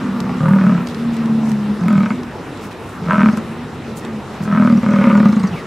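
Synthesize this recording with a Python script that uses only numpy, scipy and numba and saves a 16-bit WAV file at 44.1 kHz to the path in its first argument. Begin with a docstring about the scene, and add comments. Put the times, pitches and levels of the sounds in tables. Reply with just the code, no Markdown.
"""Bison bulls bellow in turn as they walk through open sagebrush.
From the start, a soft wash of air blows and far animals moan on a smooth low pitch. Almost at once
the roars begin, each a run of slow, separate vocal-fold slaps ringing a long throat. Soon twigs snap
and brush swishes, and a long moan fills the first pause. More roars follow, sharper and wetter.
The last one falls apart into single slaps as the breath runs out, and a snort ends the scene."""
import sys
import numpy as np
from scipy import signal
from scipy.io import wavfile
from numba import njit

SR = 44100
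rng = np.random.default_rng(int(sys.argv[2]) if len(sys.argv) > 2 else 0)


def put_to_file(sound):
    """Save the sound as 16-bit audio at rate SR, in the file named by the first command-line argument."""
    columns = np.atleast_2d(sound).T  # one column per channel
    safe = np.clip(columns, -1, 1)
    whole_steps = np.round(safe * 32767)
    wavfile.write(sys.argv[1], SR, whole_steps.astype(np.int16))


N = 249606
TIME = np.arange(N) / SR

# Roars, or fresh surges within one. Each row: first and last steady slap in seconds, number of slaps,
# slowing from 0 to 1, boom in dB, its swell and fade in seconds, rasp in dB, mouth opening in seconds,
# opening speed in dB per second, mouth closing in seconds, breathiness in dB, first resonance and its
# glide in Hz, second resonance and its glide in Hz, hollow ring and sharp bite in dB against the rasp,
# spittle in dB. All levels are relative.
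ROARS = [(.010, .376, 15, 0.04, -16.5, 0.014, 0.002, -27.5, 0, 0, 0, -34, 206, -7, 506, 13, -17, -9.5, -72),
         (0.405, .805, 16, 0.04, -4.5, 0.085, 0.078, -18, 0.038, 161, .12, -37.5, 169.6, 28, 537, 118, -3.5, -9.5, -75),
         (1.812, 2.059, 11, 0.07, -5.5, 0.1, 0.008, -19.5, .07, 156, 0, -42.5, 192.4, 13.5, 605, -21, -7, -3.5, -51),
         (3.015, 3.286, 12, .07, -1, 0.24, 0.02, -12, 0.086, 380, 0.055, -48, 226.4, -13.5, 623, -21, -5.5, -7.5, -52),
         (4.404, 4.776, 16, 0.03, -3, 0.19, 0.012, -14, 0.15, 131, .11, -45, 225.3, 0, 648, -115, -3.5, -9, -58.5),
         (4.862, 4.986, 6, 0.02, -4, 0.0096, 0.016, -21, 0.01, -3, 0.017, -33, 206, 8, 570, 5, 2.5, -3, -50),
         (5.012, 5.099, 4, 0.02, -0.5, 0.032, 0.039, -15, 0.014, 101, 0, -33, 238, 6, 553, -100, -0.5, -2, -51),
         (5.127, 5.229, 5, 0.07, -4, 0, 0.014, -14.5, 0.024, 219, 0.084, -35, 215, -2, 561, -140, -2.5, -5.5, -47.5)]
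# As the breath runs out, the vocal folds go slack and slap singly.
# Each row: time in seconds, relative boom in dB, relative rasp in dB.
LOOSE_SLAPS = [(2.104, -6, -20), (3.330, -8.5, -23), (3.373, -13.5, -23), (4.83, -7, -17),
               (5.255, 0, -18.5), (5.29, -3.5, -24), (5.328, -3.5, -21.5), (5.365, -5.5, -23.5),
               (5.4, -12, -26), (5.437, -4, -17.5), (5.476, -20, -40)]


def from_db(db):
    """Turn decibels into a number to multiply by."""
    return 10 ** (np.asarray(db) / 20)


def rms_one(x):
    """Scale a sound so that its average power is one."""
    return x / np.sqrt(np.mean(x ** 2) + 1e-20)


def in_time(rows):
    """Join rows that start with a time into smooth curves, one for each other column."""
    s, *columns = np.transpose(rows)
    return [np.interp(TIME, s, c) for c in columns]


def during(rows, fade):
    """One from the first row's time to the last, with soft ends."""
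    start, end = rows[0][0], rows[-1][0]
    return np.interp(TIME, [start - fade, start, end, end + fade], [0, 1, 1, 0])


def at_hz(points, hz):
    """Read between the rows of a frequency table, with octaves evenly spaced."""
    points_hz, values = np.transpose(points)
    return np.interp(np.log(hz), np.log(points_hz), values)


def drift(rate):
    """A random wobble of size near one that turns `rate` times a second."""
    knots = rng.standard_normal(4000)
    return np.interp(TIME * rate, np.arange(len(knots)), knots)


def band(x, low_hz, high_hz, order=2):
    """Keep the sound between two frequencies."""
    sos = signal.butter(order, [low_hz, min(high_hz, SR / 2 - 1000)], "band", fs=SR, output="sos")
    return signal.sosfilt(sos, x + 1e-18)


@njit
def resonate(x, hz, width):
    """Make a sound ring at a pitch that may move; more width (in Hz) means a shorter ring."""
    y = np.zeros(len(x))
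    for i in range(2, len(x)):
        r = np.exp(-np.pi * width[i] / SR)
        ringing = 2 * r * np.cos(2 * np.pi * hz[i] / SR) * y[i - 1] - r * r * y[i - 2]
        y[i] = (x[i] - x[i - 2]) / 2 + ringing + 1e-18
    return y


def dying(clicks, decay):
    """Give each click a tail that dies away."""
    return signal.lfilter([1], [1, -np.exp(-1 / (decay * SR))], clicks + 1e-18)


def clicks_at(times, spread_db):
    """Clicks of uneven strength, around one."""
    out = np.zeros(N)
    samples = np.clip((times * SR).astype(int), 0, N - 1)
    out[samples] = from_db(spread_db * rng.standard_normal(len(times)))
    return out


def wide(make, side_db):
    """Make a sound twice: once for the centre, once to spread it between the ears."""
    return make() + from_db(side_db) * make() * [[1], [-1]]


def shortfall(elapsed, length, db_per_s):
    """Decibels still missing on a steady rise that takes `length` seconds."""
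    return db_per_s * np.maximum(length - np.maximum(elapsed, 0), 0)


def air(patchy_db=2.0, level_db=-5.0):
    """Wind in distant brush: half-octave bands of noise flicker on their own, wider in the treble."""
    # The wind's tone. Each row: frequency in Hz, relative level in dB.
    tone = [(15, -48), (25, -19), (48, -13.5), (71, -6.5), (99, -0.5), (129, -4), (165, 4.5), (216, -1.5),
            (267, -2), (423, -3.5), (633, -12.5), (923, -8.5), (2710, -23), (11000, -41.5), (15600, -42.5)]
    # Its rise and fall. Each row: time in seconds, relative level in dB.
    swells = [(0, -25.5), (1.94, -27), (2.79, -28.5), (3.31, -25), (3.67, -28), (4.43, -27), (5.09, -25),
              (5.66, -27)]
    # Its width. Each row: frequency in Hz, how alike the two ears are from 0 to 1.
    likeness = [(25, .55), (60, .92), (150, .99), (380, .95), (950, .92), (2400, .86), (6000, .62),
                (14000, .3)]
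    out, edges = 0, 22 * 2 ** np.arange(0, 10, .5)
    white = rng.standard_normal((2, 2, N))
    for k, (low, high) in enumerate(zip(edges, edges[1:])):
        mid, side = band(white[k % 2], low, high)
        hz = np.sqrt(low * high)
        alike = at_hz(likeness, hz)
        gain = from_db(at_hz(tone, hz) + patchy_db * drift(20))
        out = out + gain * (np.sqrt(1 + alike) * mid + np.sqrt(1 - alike) * side * [[1], [-1]])
    return from_db(in_time(swells)[0] + level_db) * out / np.std(band(out[0], 300, 1000))


def short_moan(start, end, start_hz, end_hz, db, edge_db=-1.5):
    """Three rows of time, pitch and level for a straight glide that is loudest in its middle."""
    middle = ((start + end) / 2, (start_hz + end_hz) / 2, db)
    return [(start, start_hz, db + edge_db), middle, (end, end_hz, db + edge_db)]


def moans(waver=0.0063, shimmer_db=3.0):
    """The vocal folds vibrate fast and evenly; the throat lets mainly the third harmonic through."""
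    # The herd's short moans. Each row: start and end in seconds, third harmonic at the start
    # and at the end in Hz, level in dB.
    short_moans = [(0, 0.104, 254, 246.4, -26), (0.152, 0.45, 241.4, 250.6, -26.5),
                   (0.558, 0.956, 250, 236.6, -26), (2.132, 2.285, 254.4, 235.3, -27),
                   (3.484, 3.649, 220.3, 247.5, -30), (3.85, 3.982, 231, 217.3, -29.5),
                   (4.048, 4.206, 235, 206, -27.5), (5.51, 5.545, 190, 167, -17.5)]
    # One long moan. Each row: time in seconds, third harmonic in Hz, level in dB.
    long_moan = [(0.95, 198, -26), (1.004, 233.2, -19), (1.492, 220.9, -14), (1.552, 209, -19),
                 (1.744, 206.6, -18.5), (1.8, 216.2, -25)]
    # The tones in a moan. Each row: multiple of the lowest pitch, relative level in dB.
    harmonics = [(1, -34), (2, -12), (3, 0), (4, -23), (5, -44)]
    out = np.zeros(N)
    for rows in [long_moan, *(short_moan(*row) for row in short_moans)]:
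        third_hz, level_db = in_time(rows)
        gain = during(rows, fade=0.02025) * from_db(level_db + shimmer_db * drift(70))
        on = gain > 0
        pitch_hz = third_hz / 3 * (1 + waver * drift(60))
        phase = 2 * np.pi * np.cumsum(pitch_hz[on]) / SR
        for k, db in harmonics:
            out[on] += gain[on] * from_db(db) * np.sqrt(2) * np.sin(k * phase + rng.uniform(0, 2 * np.pi))
    return out


def slap_times(jitter_s=.0004):
    """The folds close at a steady rate that slows late in each roar; loose slaps trail some roars."""
    runs = [[s for s, *_ in LOOSE_SLAPS]]
    for first, last, count, slowing, *_ in ROARS:
        k = np.linspace(0, 1, round(count))
        runs.append(first + (last - first) * ((1 - slowing) * k + slowing * k ** 3))
    times = np.concatenate(runs)
    return times + jitter_s * rng.standard_normal(len(times))


def throat_controls(glide_s=.36, effort_hz_per_db=2.4, wander_hz=13.5):
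    """Through each roar, effort swells and fades, the mouth opens and shuts, the jaw shifts the vowel."""
    lead_s, loose_s = .006, .034   # the throat is set just before a slap; a loose slap is brief
    rows = np.array(ROARS)
    current = np.maximum(np.searchsorted(rows[:, 0] - lead_s, TIME) - 1, 0)
    (first, last, _, _, boom, swell, fade, rasp, opening, opening_db_per_s, closing, breathy_db,
     first_hz, first_glide_hz, second_hz, second_glide_hz, hollow, bite, spittle_db) = rows[current].T
    since, left = TIME - first, last - TIME
    effort_db = -shortfall(since, swell, db_per_s=80.5) - shortfall(left, fade, db_per_s=115)
    boom_db = boom + effort_db
    rasp_db = rasp - shortfall(since, opening, opening_db_per_s) - shortfall(left, closing, db_per_s=87)
    for s, loose_boom_db, loose_rasp_db in LOOSE_SLAPS:
        on = (TIME > s - lead_s) & (TIME < s - lead_s + loose_s)
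        boom_db[on], rasp_db[on] = loose_boom_db, loose_rasp_db
    progress = np.clip(since / glide_s, 0, 1)
    first_hz = first_hz + first_glide_hz * progress + effort_hz_per_db * effort_db + wander_hz * drift(35)
    second_hz = second_hz + second_glide_hz * progress ** 2
    # a roar turns sharper and wetter as it goes on
    bite_db, spittle_db = bite + 6.5 * progress, spittle_db + 7 * progress
    return boom_db, rasp_db, breathy_db, first_hz, second_hz, rasp_db + hollow, bite_db, spittle_db


def roars(open_damping_hz=320., boom_gain_db=6., rasp_gain_db=4.5, resting_second_hz=596., rough=.042):
    """Slaps of the vocal folds ring the throat: a deep boom, a hollow ring and a rasp."""
    # The throat's upper resonances. Each row: pitch in Hz, width in Hz, relative level in dB.
    throat_rings = [(954, 76, -4), (1268.5, 61.4, -4), (1506, 70, -9), (1770, 370, -6.5)]
    # The highest ones, which give the rasp its bite, with the same columns.
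    bite_rings = [(2187, 164, -7.5), (2533, 300, -9), (3240, 430, -14)]
    boom_db, rasp_db, breathy_db, first_hz, second_hz, hollow_db, bite_db, spittle_db = throat_controls()
    times = slap_times()
    slaps = clicks_at(times, spread_db=1.5)
    # the folds open just before each slap, and the open windpipe soaks up the ringing
    openings = times - .002
    opened = dying(clicks_at(openings, spread_db=3), decay=.0016)
    # some closings are crisper than others; with the mouth wide open the folds clap again between slaps
    claps = clicks_at(times, spread_db=2.8)
    gape = np.clip(from_db(rasp_db - boom_db + 5.5), 0, .9)
    claps += gape * clicks_at(times + rng.normal(.0118, .001, len(times)), spread_db=2.5)
    # every slap lets out a burst of rushing air
    burst = rough * dying(claps, decay=0.0042)
    breath = (burst + from_db(breathy_db) * dying(slaps, decay=0.045)) * rng.standard_normal(N)
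    chest = resonate(from_db(boom_db + boom_gain_db) * slaps, first_hz, 20.6 + open_damping_hz * opened)
    boom = band(chest, 118.6, 243.4) + from_db(-27.0) * chest
    hollow = resonate(from_db(hollow_db) * (slaps + .5 * breath), second_hz, np.full(N, 30.))
    # the upper resonances move together with the length of the throat
    stretch = (second_hz / resting_second_hz) ** .5
    flow = from_db(rasp_db + rasp_gain_db) * (claps + breath)

    def ring(rows):
        """The airflow rings a set of resonances, every other one upside down."""
        return sum((-1) ** k * from_db(db) * resonate(flow, hz * stretch, np.full(N, width))
                   for k, (hz, width, db) in enumerate(rows))

    rasp = band(ring(throat_rings) + from_db(bite_db) * ring(bite_rings), 1107, 3650)
    return boom + band(hollow, 400, 710) + rasp + from_db(spittle_db) * spittle(openings)


def spittle(times, centre_hz=5175.0, width_hz=160., wander=.16, whistle=0.87):
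    """Air spurts through the wet mouth at each opening, with small squeaks whose pitches wander."""
    puffs = dying(clicks_at(times - .003, spread_db=3), decay=.013) * rng.standard_normal(N)
    pitches = [centre_hz * ratio * np.exp(wander * np.clip(drift(30), -2, 2)) for ratio in (.8, 1, 1.2)]
    squeaks = sum(resonate(puffs, hz, np.full(N, width_hz)) for hz in pitches)
    squeaks *= np.sqrt(2 * np.pi * width_hz / SR)
    return band(puffs + whistle * squeaks, 1700, 8800, order=3)


def twigs(decay_s=.0024):
    """Dry twigs break with a short crack; thin ones sound higher."""
    # Each row: start in seconds, level in dB, a frequency near the top of the crack in Hz.
    snaps = [(0.2038, -22, 4370), (0.487, -37, 11000), (.872, -25, 4160), (0.9458, -28, 3700),
             (1.167, -32, 6000), (1.2576, -34, 5000), (1.517, -29.5, 6130), (1.8824, -31, 10000),
             (1.928, -37, 9000), (2.233, -31, 3560), (2.573, -37, 5000), (4.0503, -30, 3980)]
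    out, t = np.zeros(N), TIME[:SR // 20]
    for s, db, hz in snaps:
        crack = rms_one(band(rng.standard_normal(len(t)), hz * 0.077, hz * 1.29)) * np.exp(-t / decay_s)
        out[int(s * SR):int(s * SR) + len(t)] += from_db(db) * crack
    return out


def swishes(grain_db=5.5):
    """Stiff leaves scrape in short grainy strokes."""
    # Each row: middle in seconds, half length in seconds, level in dB, rough top of the hiss in Hz.
    strokes = [(0.53, 0.026, -53, 10000), (0.895, 0.022, -42, 4460), (1.146, 0.018, -50, 9000),
               (1.487, 0.032, -46, 8000), (2.645, 0.024, -46.5, 9900), (2.721, 0.0085, -39.5, 2780),
               (2.88, 0.057, -53, 10050), (3.377, 0.0069, -41, 7800), (3.98, 0.014, -40, 10100),
               (4.445, 0.017, -45, 8500)]
    out = np.zeros(N)
    grains = rng.standard_normal(N) * from_db(grain_db * drift(900))
    for s, half_length, db, hz in strokes:
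        on = np.abs(TIME - s) < 3 * half_length
        swell = np.exp(-((TIME[on] - s) / half_length) ** 2 / 2)
        out[on] += from_db(db) * swell * rms_one(band(grains[on], hz * .5, hz * 0.99, order=1))
    return out


def snort(width_hz=240.0):
    """The bull blows out through a nostril whose resonance falls."""
    # Each row: time in seconds, the nostril's resonance in Hz, level in dB.
    blow = [(5.52, 3240, -44), (5.56, 2480, -37.5), (5.6, 1960, -36.5), (5.66, 1700, -71)]
    hz, db = in_time(blow)
    nostril = rms_one(resonate(rng.standard_normal(N), hz, np.full(N, width_hz)))
    return during(blow, fade=0.015) * from_db(db) * nostril


def scatter(x, ring_s, wet_db, side_db):
    """Bushes and slopes throw back a faint, blurred echo that falls 60 dB in `ring_s` seconds."""
    t = TIME[:SR]
    tail = wide(lambda: rng.standard_normal(SR), side_db) * from_db(-60 * t / ring_s) * (t > .004)
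    tail /= np.sqrt(np.sum(tail[0] ** 2))
    return from_db(wet_db) * signal.fftconvolve(x[None], tail, axes=1)[:, :N]


def scene():
    """The herd straight ahead, brush and air all around."""
    herd = roars() + moans() + snort()
    brush = wide(twigs, side_db=-7) + wide(swishes, side_db=-6)
    echo = scatter(herd, ring_s=0.44, wet_db=-16.5, side_db=-9)
    return herd + echo + brush + band(air(), 3.7, 13300, order=3)


def record(dry):
    """The loudest peaks are rounded and the highest treble is cut."""
    cutoff_hz = 15600
    rounded = dry / (1 + np.abs(dry) ** 6) ** (1 / 6)
    return signal.sosfiltfilt(signal.ellip(10, .1, 80, cutoff_hz, fs=SR, output="sos"), rounded)


dry = scene()
out = record(dry)
put_to_file(out)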